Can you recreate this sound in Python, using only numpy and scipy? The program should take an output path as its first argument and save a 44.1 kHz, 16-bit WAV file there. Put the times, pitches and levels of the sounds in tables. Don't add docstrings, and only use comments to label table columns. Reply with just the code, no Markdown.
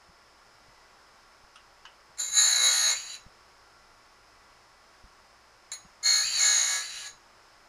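import sys
import numpy as np
from scipy import signal
from scipy.fft import rfft, irfft, next_fast_len
from scipy.io import wavfile
from scipy.ndimage import map_coordinates

SR = 44100
rng = np.random.default_rng(int(sys.argv[2]) if len(sys.argv) > 2 else 0)


def bounce(signal):
    frames = np.transpose(np.atleast_2d(signal))
    limited = np.clip(frames, -1, 1)
    pcm = np.round(limited * 32767).astype(np.int16)
    wavfile.write(sys.argv[1], SR, pcm)


N = 338688
TURN_HZ, TOP_HZ = 59.99, 15350

# (frequency [Hz], level [dB])
SCRAPE_COLOUR = [(300, -28.5), (1000, -6.5), (2600, 2), (3300, 1.5), (4000, 14.5), (4800, 9), (5300, 4),
                 (5850, 11), (6400, 7), (7300, 5), (7900, -1), (9300, 0), (11000, -5), (12500, -20),
                 (15200, -18.5)]
# (frequency [Hz], level [dB])
WHEEL_COLOUR = [(100, -40), (230, -27), (320, -5.5), (430, -11.5), (520, -2.5), (650, 5.5), (820, 3),
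                (1150, 4), (1900, 11), (2500, -7), (3500, -40)]


def amp(db):
    return 10 ** (np.asarray(db) / 20)


def unit(x):
    return x / np.sqrt(np.mean(x ** 2) + 1e-20)


def wobble(rate, size):
    knots = rng.standard_normal(int(size * rate / SR) + 4)
    return map_coordinates(knots, [np.arange(size) * rate / SR], mode="nearest")


def coloured(x, points):
    size = next_fast_len(len(x) + 8192)
    hz, db = np.transpose(points)
    gain = amp(np.interp(np.log(np.fft.rfftfreq(size, 1 / SR) + 1), np.log(hz), db))
    return unit(irfft(rfft(x, size) * gain, size)[:len(x)])


def add(track, start, sound):
    part = track[round(start * SR):][:len(sound)]
    part += sound[:len(part)]


def fade(t, t60):
    return np.exp(-np.log(1000) * t / t60)


def machine_tones(lines, waver_db, waver_rate, drift_hz):
    out = np.zeros(N)
    for hz, db in lines:
        phase = 2 * np.pi * np.cumsum(hz + drift_hz * wobble(30, N)) / SR
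        out += np.sqrt(2) * amp(db) * unit(amp(waver_db * wobble(waver_rate, N)) * np.sin(phase))
    return out


def idling_machine():
    # (frequency [Hz], level [dB])
    wind_colour = [(12, -15), (20, 3.5), (64, -8.5), (85, -13.5), (112, -4), (140, -14.5), (201, -8.5),
                   (273, -12), (341, -5.5), (476, -7), (578, -4.5), (1100, -1.5), (1600, -5), (3520, -16),
                   (5050, -11), (15400, -36.5)]
    # (frequency [Hz], level [dB])
    motor_tones = [(59.3, -79.5), (112, -85), (1120, -75), (1386, -76), (1992, -79.5), (2272, -85.5)]
    # (frequency [Hz], level [dB])
    bearing_tones = [(4963, -79), (5082, -89.5), (5205, -77.5), (5324, -78), (9685, -93), (10406, -91)]
    wind = coloured(rng.standard_normal(N), wind_colour) * amp(-58.5 + 0.3 * wobble(4, N))
    hum = machine_tones(motor_tones, waver_db=2.0, waver_rate=6.2, drift_hz=1.7)
    whine = machine_tones(bearing_tones, waver_db=-1.2, waver_rate=0.89, drift_hz=14)
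    return wind + hum + whine


def bumps():
    # (time [s], level [dB])
    bump_times = [(0.084, -48), (0.68, -49.5), (1.438, -55), (2.097, -55), (2.299, -47.5), (3.26, -46),
                  (5.04, -46), (5.848, -49), (6.25, -53), (7.131, -51)]
    thud_colour = [(15, -7), (35, -1), (90, -12), (190, -8), (260, -30), (600, -94.5)]
    out, t = np.zeros(N), np.arange(SR // 3) / SR
    rise = 1 - np.exp(-t / 0.0018)
    for start, db in bump_times:
        thud = coloured(rng.standard_normal(len(t)), thud_colour)
        add(out, start, amp(db - 1) * rise * fade(t, 0.09) * thud)
    return out


def clicks(bounces=3, bounce_s=0.008, bounce_loss_db=7.5):
    # (time [s], tick level [dB], ping level [dB])
    touches = [(1.557, -40.5, -55), (1.852, -35, -71)]
    # (frequency [Hz], level [dB])
    tick_colour = [(300, -50), (800, -7), (1300, 8.5), (2100, -11), (2900, 3), (3700, -10.5), (6500, -10.5),
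                   (8000, -31), (15000, -47)]
    out, t = np.zeros(N), np.arange(SR // 4) / SR
    rise = 1 - np.exp(-t / 0.001)
    ping = rise * fade(t, 0.07) * np.sin(2 * np.pi * 8980 * t)
    for start, tick_db, ping_db in touches:
        for k in range(bounces):
            tick = rise * fade(t, 0.035) * coloured(rng.standard_normal(len(t)), tick_colour)
            add(out, start + k * bounce_s, amp(tick_db - k * bounce_loss_db) * tick)
        add(out, start, amp(ping_db) * ping)
    return out


def grazes():
    # (time [s], level [dB])
    brushes = [(2.174, -53), (2.184, -44.5), (3.16, -57), (5.717, -36.5), (5.733, -39), (7.07, -49.5)]
    # (frequency [Hz], level [dB], time to fade by 60 dB [s])
    free_modes = [(1990, -19, 0.16), (2196, -10, 0.068), (3945, -4.5, 0.19), (4274, -5.5, 0.13),
                  (6670, -0.5, 0.34), (7270, 2.5, 0.062), (9140, -7, 0.12), (9400, -25, 0.35),
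                  (10460, -13, 0.16), (13300, -28.5, 0.176), (14300, -26, .18)]
    out, t = np.zeros(N), np.arange(SR // 2) / SR
    rise = 1 - np.exp(-t / 0.00032)
    for start, db in brushes:
        ring = sum(amp(level + rng.normal()) * fade(t, t60) * np.sin(2 * np.pi * (hz * t + rng.random()))
                   for hz, level, t60 in free_modes)
        noise = rng.standard_normal(len(t))
        scuff = 0.52 * coloured(noise, SCRAPE_COLOUR) + 0.33 * coloured(noise, WHEEL_COLOUR)
        add(out, start, amp(db) * rise * (1.3 * ring + fade(t, 0.07) * scuff))
    return out


def leaning(t, tip_s=0.04, settle_s=0.05):
    # (start [s], end [s], lean [0-1])
    tips = [(2.936, 3.192, 1.0), (6.214, 6.414, 0.92), (6.794, 7.087, 0.96)]
    return sum(lean * np.clip(np.minimum((t - start) / tip_s, (end - t) / settle_s), 0, 1)
               for start, end, lean in tips)


def rim(turns, uneven_db, size=4096):
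    count = int(TOP_HZ / TURN_HZ)
    harmonics = amp(uneven_db * rng.standard_normal(count)) * np.exp(2j * np.pi * rng.random(count))
    pattern = irfft(np.append(0, harmonics), size)
    return unit(np.interp(turns % 1, np.arange(size) / size, pattern))


def cutting_force(t, lean, wear=0.47, wear_rate=10.61):
    turns = np.cumsum(TURN_HZ * (1 + 0.00064 * wobble(8.07, len(t)))) / SR
    grit = rim(turns, uneven_db=2.5)
    grit += wear * sum(wobble(wear_rate, len(t)) * rim(turns, uneven_db=7) for _ in range(4))
    chip_share = np.clip(0.22 + 0.4 * lean, 0, 1)
    force = np.sqrt(1 - chip_share) * unit(grit) + np.sqrt(chip_share) * rng.standard_normal(len(t))
    return force * amp(0.33 * np.sin(2 * np.pi * turns))


def narrow(x, width_hz):
    lowpass = signal.butter(2, np.clip(width_hz / 2, 2, 2000), fs=SR, output="sos")
    band = signal.sosfilt(lowpass, x)
    return band / np.sqrt(np.mean(np.abs(band) ** 2) / 2)


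def resonate(force, modes, lean, place, grip_hz, edge_damping=1.43, wander_db=1.5):
    out, edge = np.zeros(len(force)), np.clip(lean, 0, 1)
    for hz, width_hz, db, rise_hz, place_db in modes:
        spin = np.exp(2j * np.pi * np.cumsum(hz + rise_hz * lean) / SR)
        drive = force / spin
        flat = narrow(drive, width_hz + grip_hz)
        tipped = narrow(drive, width_hz + grip_hz + edge_damping * rise_hz)
        swing = (1 - edge) * flat + edge * tipped
        gain = amp(db + place_db * place + wander_db * wobble(12.18, len(force)))
        out += gain * np.real(swing * spin)
    return out


def grind(push, growl_db, ring_db, shriek_db, first_place, grip_hz):
    # (frequency [Hz], width [Hz], level [dB], rise on edge [Hz], level change with place [dB])
    growl_modes = [(1390, 430, -22, 37, 10), (1709, 100, -13.5, 394.5, -1), (2169, 52, -4.5, 678, 5)]
    ring_modes = [(3940, 77, -8.5, 55, -12), (4300, 58, -13.5, 230, 12.5), (4350, 1000, -18.5, 60, 2.5)]
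    shriek_modes = [(6621, 107, -0.5, 80, -5), (7107, 38, -5.5, 100, -0.5), (8865, 260, -18, 330, -13.5),
                    (9840, 70, -18, 52, -11), (10355, 33, -14, 140, -6.5), (11550, 82, -27, 150, -29),
                    (13370, 80, -28.5, 30, 2), (14200, 110, -29.5, 78, -4)]
    bite_s, slide_s, release_db_per_s, firm_push_db = 0.01, 0.63, 397, -35
    times, levels = np.transpose(push)
    touch, leave = times[0], times[-1]
    t = np.arange(touch, leave + 1 / 4, 1 / SR)
    age, lean = t - touch, leaning(t)
    push_db = np.interp(t, times, levels) - release_db_per_s * np.maximum(t - leave, 0)
    extra_push_db = push_db - firm_push_db
    place = first_place * np.clip(1 - age / slide_s, 0, 1)
    force = cutting_force(t, lean)
    skitter = lean ** 2 * (1 + 0.2 * wobble(70, len(t)))
    families = [(growl_modes, growl_db + 3 * lean),
                (ring_modes, ring_db + 0.21 * extra_push_db + 1.5 * lean - 4.5 * age),
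                (shriek_modes, shriek_db - 0.11 * extra_push_db - 3 * lean - 10 * age)]
    piece = sum(amp(db) * resonate(force, modes, skitter, place, grip_hz) for modes, db in families)
    scrape = amp(0.48 + 1.3 * lean) * coloured(force, SCRAPE_COLOUR)
    wheel_db = -7 - 4.2 * lean - 2.2 * place + 0.46 * wobble(9, len(t))
    wheel = amp(wheel_db) * coloured(force, WHEEL_COLOUR)
    return np.clip(age / bite_s, 0, 1) * amp(push_db) * (piece + scrape + wheel)


def workshop(x, t60, echo_db):
    wall_colour = [(200, -0.5), (3000, 10.5), (7000, -5), (15000, -11.5)]
    t = np.arange(SR // 2) / SR
    tail = coloured(rng.standard_normal(len(t)), wall_colour) * fade(t, t60) * (t > 0.005)
    return x + amp(echo_db) * signal.fftconvolve(x, tail / np.linalg.norm(tail))[:N]


def scene():
    # (time [s], level [dB])
    pushes = [
        [(2.181, -52), (2.201, -42.5), (2.311, -50), (2.387, -32.5), (2.629, -34), (2.919, -31.5), (2.951, -41),
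         (3.047, -49), (3.155, -46.5), (3.16, -51.5)],
        [(6.024, -52), (6.038, -44), (6.064, -32), (6.162, -32.5), (6.302, -39), (6.436, -29), (6.734, -34.5),
         (6.876, -44.5), (6.92, -44.5), (7.07, -45.5)],
    ]
    # (growl [dB], ring [dB], shriek [dB], contact place along the piece [0-1], damping by the grip [Hz])
    pass_settings = [(-3.5, 13, 12, 0, 25), (-5.5, 7.5, 10.5, 0.94, 76)]
    work = grazes() + clicks()
    for push, settings in zip(pushes, pass_settings):
        add(work, push[0][0], grind(push, *settings))
    return (workshop(work, t60=0.22, echo_db=-11) + idling_machine() + bumps())[None]


def record(dry):
    size = next_fast_len(N + 8192)
    kept = np.fft.rfftfreq(size, 1 / SR) < TOP_HZ
    return irfft(rfft(dry, size) * kept, size)[:, :N]


dry = scene()
out = record(dry)
bounce(out)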